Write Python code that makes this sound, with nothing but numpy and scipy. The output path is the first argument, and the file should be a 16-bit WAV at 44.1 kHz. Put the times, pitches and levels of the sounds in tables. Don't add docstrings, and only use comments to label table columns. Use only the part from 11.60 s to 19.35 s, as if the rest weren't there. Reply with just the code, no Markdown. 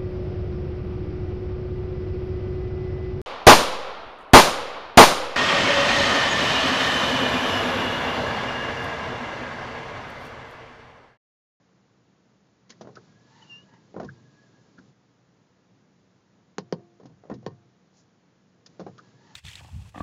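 import sys
import numpy as np
from scipy import signal
from scipy.fft import rfft, irfft
from scipy.io import wavfile
from scipy.ndimage import uniform_filter1d

SR = 44100
rng = np.random.default_rng(int(sys.argv[2]) if len(sys.argv) > 2 else 0)


def dump_mix(stems):
    frames = np.atleast_2d(stems).T
    limited = np.clip(frames, -1, 1)
    pcm = np.round(limited * 32767).astype(np.int16)
    wavfile.write(sys.argv[1], SR, pcm)


N = 341775
TIME = np.arange(N) / SR
AGE = TIME[:SR // 2]
CUTOFF_HZ = 7050


def from_db(db):
    return 10 ** (np.asarray(db) / 20)


def rms_one(x):
    return x / np.sqrt(np.mean(x ** 2) + 1e-20)


def during(start_s, end_s):
    return uniform_filter1d(1. * ((TIME > start_s) & (TIME < end_s)), size=800)


def swell(s, width_s):
    return np.exp(-((TIME - s) / width_s) ** 2)


def at_hz(points, hz):
    f, value = np.transpose(points)
    return np.interp(np.log(hz + 0.0011), np.log(f), value)


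def cut(x, hz, kind, order=2):
    return signal.sosfilt(signal.butter(order, hz, kind, fs=SR, output="sos"), x)


def noise(spectrum, count=N):
    hz = np.linspace(0, SR / 2, count // 2 + 1)
    gain = from_db(at_hz(spectrum, hz)) * (hz < CUTOFF_HZ * 9 / 8)
    return rms_one(irfft(rfft(rng.standard_normal(count)) * gain, count))


def narrow_noise(hz, width_hz):
    white = rng.standard_normal(N) + 1j * rng.standard_normal(N)
    wobble = cut(white, width_hz / 2, "low")
    carrier = np.exp(2j * np.pi * np.cumsum(hz * np.ones(N)) / SR)
    return rms_one(np.real(wobble * carrier))


def drift(knots_per_s):
    knots = rng.standard_normal(N // 10)
    return np.interp(TIME * knots_per_s, np.arange(len(knots)), knots)


def ring(push, hz, t60_s):
    r, w = from_db(-60 / (t60_s * SR)), 2 * np.pi * hz / SR
    return signal.lfilter([0, np.sin(w)], [1, -2 * r * np.cos(w), r * r], push + 1e-18)


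def modes(push, table):
    return sum((-1) ** k * from_db(db) * ring(push, hz, t60_s) for k, (hz, db, t60_s) in enumerate(table))


def add(out, s, sound):
    i = int(s * SR)
    out[i:i + len(sound)] += sound[:N - i]


# (frequency [Hz], T60 [s])
CABIN_DECAY = [(100, 0.42), (250, 0.2), (600, 0.085), (1500, 0.084), (6000, 0.14)]


def contact(wet_db):
    edges_hz = [70, 160, 400, 1000, 4000]
    reflections = np.zeros(len(AGE))
    for low, high in zip(edges_hz, edges_hz[1:]):
        t60_s = at_hz(CABIN_DECAY, np.sqrt(low * high))
        fade = np.exp(-np.log(1000) * AGE / t60_s) * (1 - np.exp(-AGE / 0.00085))
        grains = rng.standard_normal(len(AGE)) * fade / np.linalg.norm(fade)
        reflections += cut(grains, [low, high], "band")
    return (AGE == 0) + from_db(wet_db) * reflections


# (time [s], panel [dB], tip crack [dB], contact softness cut-off [Hz], cabin boom [dB])
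PECKS = [(4.9830, -16.5, -21.5, 860, -46.5), (5.1250, -10.5, -25.5, 720, -42.5),
         (5.8638, -16.5, -28.5, 1200, -36)]
# (frequency [Hz], level [dB], T60 [s])
HOOD_MODES = [(124.6, -39.5, 0.24), (162, -5.5, 0.081), (206.7, -13.5, 0.059), (343, -37.5, 0.88),
              (440, 2.5, 0.013), (540, -11, 0.025), (703, -47.5, 1.1), (790, -10, 0.017), (934, -18, 0.047),
              (1066, -18.5, 0.074), (1170, -46, 0.35), (1477, -28, 0.054), (1825, -18.5, 0.045)]
# (frequency [Hz], level [dB], T60 [s])
TIP_MODES = [(2860, -34, 0.032), (3220, -32, 0.036), (4300, -33, 0.02), (6100, -24.5, 0.034)]
# (frequency [Hz], level [dB], T60 [s])
CABIN_MODES = [(101.4, -10, 0.34), (123.3, -9, 0.64), (146, -5, 0.15)]
# (frequency [Hz], level [dB])
CRACK_COLOUR = [(300, 10), (1500, 1.5), (2300, -3.5), (3000, 1), (3500, -7), (4500, 5), (5400, -3),
                (6800, -13), (8000, -7)]


def pecks(wet_db=-8, crack_s=0.00055, splash_db=-14, splash_s=0.01, ring_db=-3):
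    panel_push, tip_push, cabin_push, cracks = np.zeros((4, N))
    for s, panel_db, tip_db, soft_hz, boom_db in PECKS:
        blow = contact(wet_db)
        add(panel_push, s, from_db(panel_db) * cut(blow, soft_hz, "low"))
        add(tip_push, s, from_db(tip_db + ring_db) * blow)
        add(cabin_push, s, from_db(boom_db) * blow)
        fade = np.exp(-AGE / crack_s) + from_db(splash_db) * np.exp(-AGE / splash_s)
        add(cracks, s, from_db(tip_db) * noise(CRACK_COLOUR, count=len(AGE)) * fade)
    panel = modes(cut(panel_push, 222, "high", order=3), HOOD_MODES)
    tip = cut(cracks + modes(tip_push, TIP_MODES), 500, "high")
    return panel + tip + modes(cabin_push, CABIN_MODES)


REBOUND_S, SETTLE_LOSS_DB, SAG_OCTAVES = .016, 18, 0.32


def rebounds(rows, count=4):
    for s, thud_db, hz, rattle_db, settle_s in rows:
        jitter = rng.uniform(-.2, .2, count) * (np.arange(count) > 0)
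        for delay_s in REBOUND_S * (np.arange(count) + jitter):
            settled = delay_s / settle_s
            loss_db = SETTLE_LOSS_DB * settled
            pitch_hz = hz / 2 ** (SAG_OCTAVES * min(settled, 1))
            yield s + delay_s, thud_db - loss_db, pitch_hz, rattle_db - loss_db


# (frequency [Hz], level [dB])
RATTLE_COLOUR = [(400, -0.5), (1200, 1.5), (1800, 3.5), (2400, 0), (3200, 3.5), (5200, 7.5), (6800, 2),
                 (8000, -20)]
# (frequency [Hz], level [dB])
SCUFF_COLOUR = [(350, -26.5), (700, 10), (1300, 2.5), (1900, -8.5), (2700, -17.5), (6000, -31)]


def knocks(rows, cycles, soft_hz, hood_db, boom_db, rattle_s, scuff_db,
           overtone=1.66, overtone_db=-10, scuff_s=0.012):
    out, hood_push, cabin_push = np.zeros((3, N))
    for s, thud_db, hz, rattle_db in rebounds(rows):
        push = from_db(thud_db) * cut(cut(contact(wet_db=0.5), soft_hz, "low"), 115, "high")
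        t60_s = cycles / hz
        thud = ring(push, hz, t60_s) - from_db(overtone_db) * ring(push, overtone * hz, t60_s)
        rattle_fade = np.exp(-AGE / rattle_s) * (1 - np.exp(-AGE / 0.00076))
        rattle = noise(RATTLE_COLOUR, count=len(AGE)) * rattle_fade
        scuff = noise(SCUFF_COLOUR, count=len(AGE)) * np.exp(-AGE / scuff_s) * hz / soft_hz
        add(out, s, thud + from_db(rattle_db) * rattle + from_db(thud_db + scuff_db) * scuff)
        add(hood_push, s, push)
        add(cabin_push, s, push * CABIN_MODES[0][0] / hz)
    hood = from_db(hood_db) * modes(hood_push, HOOD_MODES)
    return out + hood + from_db(boom_db) * modes(cabin_push, CABIN_MODES)


# (time [s], thud [dB], thud pitch [Hz], claw [dB], settling time [s])
STEPS = [(5.193, -44.5, 440, -82, .015), (5.399, -41, 435, -69, .03), (5.432, -37.5, 191, -67, 0.013),
         (5.4551, -34, 247, -56, 0.018), (5.495, -41.5, 118, -76, 0.036), (5.637, -41, 540, -75, 0.081),
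         (5.6985, -24.5, 508, -58, 0.025), (5.7135, -20, 251, -65, 0.017), (5.728, -30, 183, -76, .015),
         (5.739, -48, 188, -54, 0.012), (5.828, -45.5, 487, -71, 0.088), (5.905, -39.5, 151, -75, 0.022)]


def footsteps():
    return knocks(STEPS, cycles=5.3, soft_hz=1160, hood_db=-7, boom_db=-10.5, rattle_s=0.01, scuff_db=-9.0)


# (time [s], thud [dB], thud pitch [Hz], rattle [dB], settling time [s])
WIPER_KNOCKS = [(1.094, -52, 410, -50.5, .01), (1.1021, -45.5, 400, -39.5, 0.019),
                (1.2101, -30, 500, -48, 0.018), (1.2151, -32, 290, -51.5, 0.022),
                (1.2471, -34.5, 586, -74, 0.013), (1.2721, -31, 476, -65, 0.044),
                (1.354, -54, 392, -47.5, 0.013), (1.372, -36.5, 450, -64, 0.021),
                (2.136, -42.5, 890, -64, .015), (2.3421, -30, 400, -80, 0.03),
                (2.3641, -22, 364, -71, 0.04), (2.3991, -20.5, 550, -51.5, 0.034),
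                (2.4311, -23, 260, -58, 0.014), (2.4451, -26.5, 162, -51.5, 0.013),
                (3.1851, -38, 241, -60.5, 0.019), (7.061, -51, 446, -44.5, 0.0071),
                (7.1956, -24.5, 540, -51.5, 0.033), (7.2006, -29, 270, -52, 0.028),
                (7.2646, -27, 513, -60, .035), (7.380, -45.5, 440, -49.5, 0.021)]


def wiper_knocks():
    return knocks(WIPER_KNOCKS, cycles=3.9, soft_hz=1250, hood_db=-9.5, boom_db=-6.5, rattle_s=0.008,
                  scuff_db=-10.0)


# (time [s], pitch [Hz], level [dB], decay either side [s])
CHIRPS = [(1.128, 1850, -54.5, 0.0056), (1.373, 1375, -41.5, 0.006), (2.403, 1280, -44, 0.004),
          (2.493, 1530, -42, 0.0058), (3.188, 1490, -45, 0.0051), (7.392, 1340, -44.5, 0.0068)]


def chirps(width_hz=420):
    out, middle_s = np.zeros(N), AGE.mean()
    for s, hz, db, width_s in CHIRPS:
        band_hz = [hz - width_hz / 2, hz + width_hz / 2]
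        judder = rms_one(cut(rng.standard_normal(len(AGE)), band_hz, "band", order=3))
        add(out, s - middle_s, from_db(db) * np.exp(-np.abs(AGE - middle_s) / width_s) * judder)
    return out


# (time [s], pitch [Hz], level [dB])
SQUEAL = [(1.81, 2859, -67), (1.828, 2950, -54), (1.842, 2931, -67), (1.854, 2762, -64), (1.89, 2900, -63),
          (1.906, 2800, -46), (1.936, 2772, -44), (1.99, 2850, -51.5), (2.04, 2910, -68)]


def squeal(jitter=0.0044, octave_db=-21, grip_db=-52, stutter_db=4):
    s, pitch_hz, level_db = np.transpose(SQUEAL)
    hz, db = np.interp(TIME, s, pitch_hz), np.interp(TIME, s, level_db)
    loose = 1 / (1 + from_db(2 * (db - grip_db)))
    phase = 2 * np.pi * np.cumsum(hz * (1 + jitter * (1 + 3 * loose) * drift(400))) / SR
    tone = np.sin(phase) + from_db(octave_db) * np.sin(2 * phase)
    level = np.sqrt(2) * from_db(db + stutter_db * loose * drift(120))
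    return during(s[0], s[-1]) * level * tone


# (on [s], off [s])
WIPER_RUNS = [(1.093, 3.31), (7.085, 9.3)]
TURN_S, TURN_SWING_HZ, TURN_SWING_DB = .173, 19, 2.5


def gear_whine(arcs, speed, rest_hz=1644, rise_hz=120, rest_db=-70, rise_db=-1.5, width_hz=40, onset=0.5):
    turn = sum(during(on, off) * np.cos(2 * np.pi * (TIME - on) / TURN_S) for on, off in WIPER_RUNS)
    gear = narrow_noise(rest_hz + rise_hz * speed + TURN_SWING_HZ * turn, width_hz)
    return sum(arcs) ** onset * from_db(rest_db + rise_db * speed + TURN_SWING_DB * turn) * gear


# (start [s], length [s], top speed [share of full speed])
STROKES = [(1.375, 0.93, 0.93), (2.431, .7, 0.21), (7.391, 0.67, 0.73)]
# (frequency [Hz], level [dB])
SWISH_COLOUR = [(500, -9.5), (1000, 8.5), (1500, 2), (2400, -4), (4500, 1), (6900, -5), (8000, 4)]


def blade_swish(speed, idle_db=-74, full_db=-61, drag_db=-68.5, drag_peak_s=0.077, drag_width_s=0.093):
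    drag = from_db(drag_db) * sum(swell(s + drag_peak_s, drag_width_s) for s, _, _ in STROKES)
    level = np.sqrt(from_db(idle_db) ** 2 + (from_db(full_db) * speed) ** 2 + drag ** 2)
    return level * noise(SWISH_COLOUR)


# (middle [s], half width [s], level [dB])
CHATTER = [(1.775, 0.072, -69), (2.14, .06, -73.5), (7.74, 0.14, -72.5)]
# (frequency [Hz], width [Hz], level [dB])
BLADE_BANDS = [(900, 79, 8), (1850, 320, 1.5), (2930, 300, -6)]


def blade_chatter(ragged_db=4):
    patches = sum(from_db(db) * swell(s, width_s) for s, width_s, db in CHATTER)
    blade = sum(from_db(db) * narrow_noise(hz, width_hz) for hz, width_hz, db in BLADE_BANDS)
    return from_db(ragged_db * drift(90)) * patches * blade


# (frequency [Hz], level [dB])
RUMBLE_COLOUR = [(40, -28.5), (80, -20), (120, 2), (190, -2.5), (280, -6), (450, -10.5), (700, -18),
                 (1500, -30)]


def wiper_run(rumble_db=-60.5, peakiness=4.3):
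    arcs = [np.maximum(np.sin(np.pi * np.clip((TIME - s) / length_s, 0, 1)), 0) for s, length_s, _ in STROKES]
    speed = sum(top * arc ** peakiness for arc, (_, _, top) in zip(arcs, STROKES))
    running = sum(during(on, off) for on, off in WIPER_RUNS)
    rumble = from_db(rumble_db) * noise(RUMBLE_COLOUR)
    return running * (gear_whine(arcs, speed) + blade_swish(speed) + rumble) + blade_chatter()


def rustle(s=6.385, width_s=0.045, level_db=-65.0, grain_db=1.5):
    colour = [(1500, -16), (3500, -13), (4800, -5), (7000, -4)]  # (frequency [Hz], level [dB])
    return from_db(level_db + grain_db * drift(200)) * swell(s, width_s) * noise(colour)


# (frequency [Hz], level [dB])
SURF_COLOUR = [(15, -90), (25, -29), (91, -15.5), (116, -4.5), (154, -8), (190, -1), (209, -7.5),
               (229, -11.5), (264, -9.5), (413, -15.5), (465, -13.5), (549, -18), (1740, -25.5),
               (2480, -30.5), (7000, -33.5), (9100, -55.5), (15400, -120)]


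def surf(level_db=-62.5):
    return from_db(level_db) * noise(SURF_COLOUR)


def scene():
    gull = pecks() + footsteps()
    wipers = wiper_knocks() + chirps() + squeal() + wiper_run()
    return (gull + wipers + rustle() + surf())[None]


def record(dry):
    thin = cut(dry, 57, "high", order=3)
    return signal.sosfilt(signal.cheby1(11, .3, CUTOFF_HZ, fs=SR, output="sos"), thin)


dry = scene()
out = record(dry)
dump_mix(out)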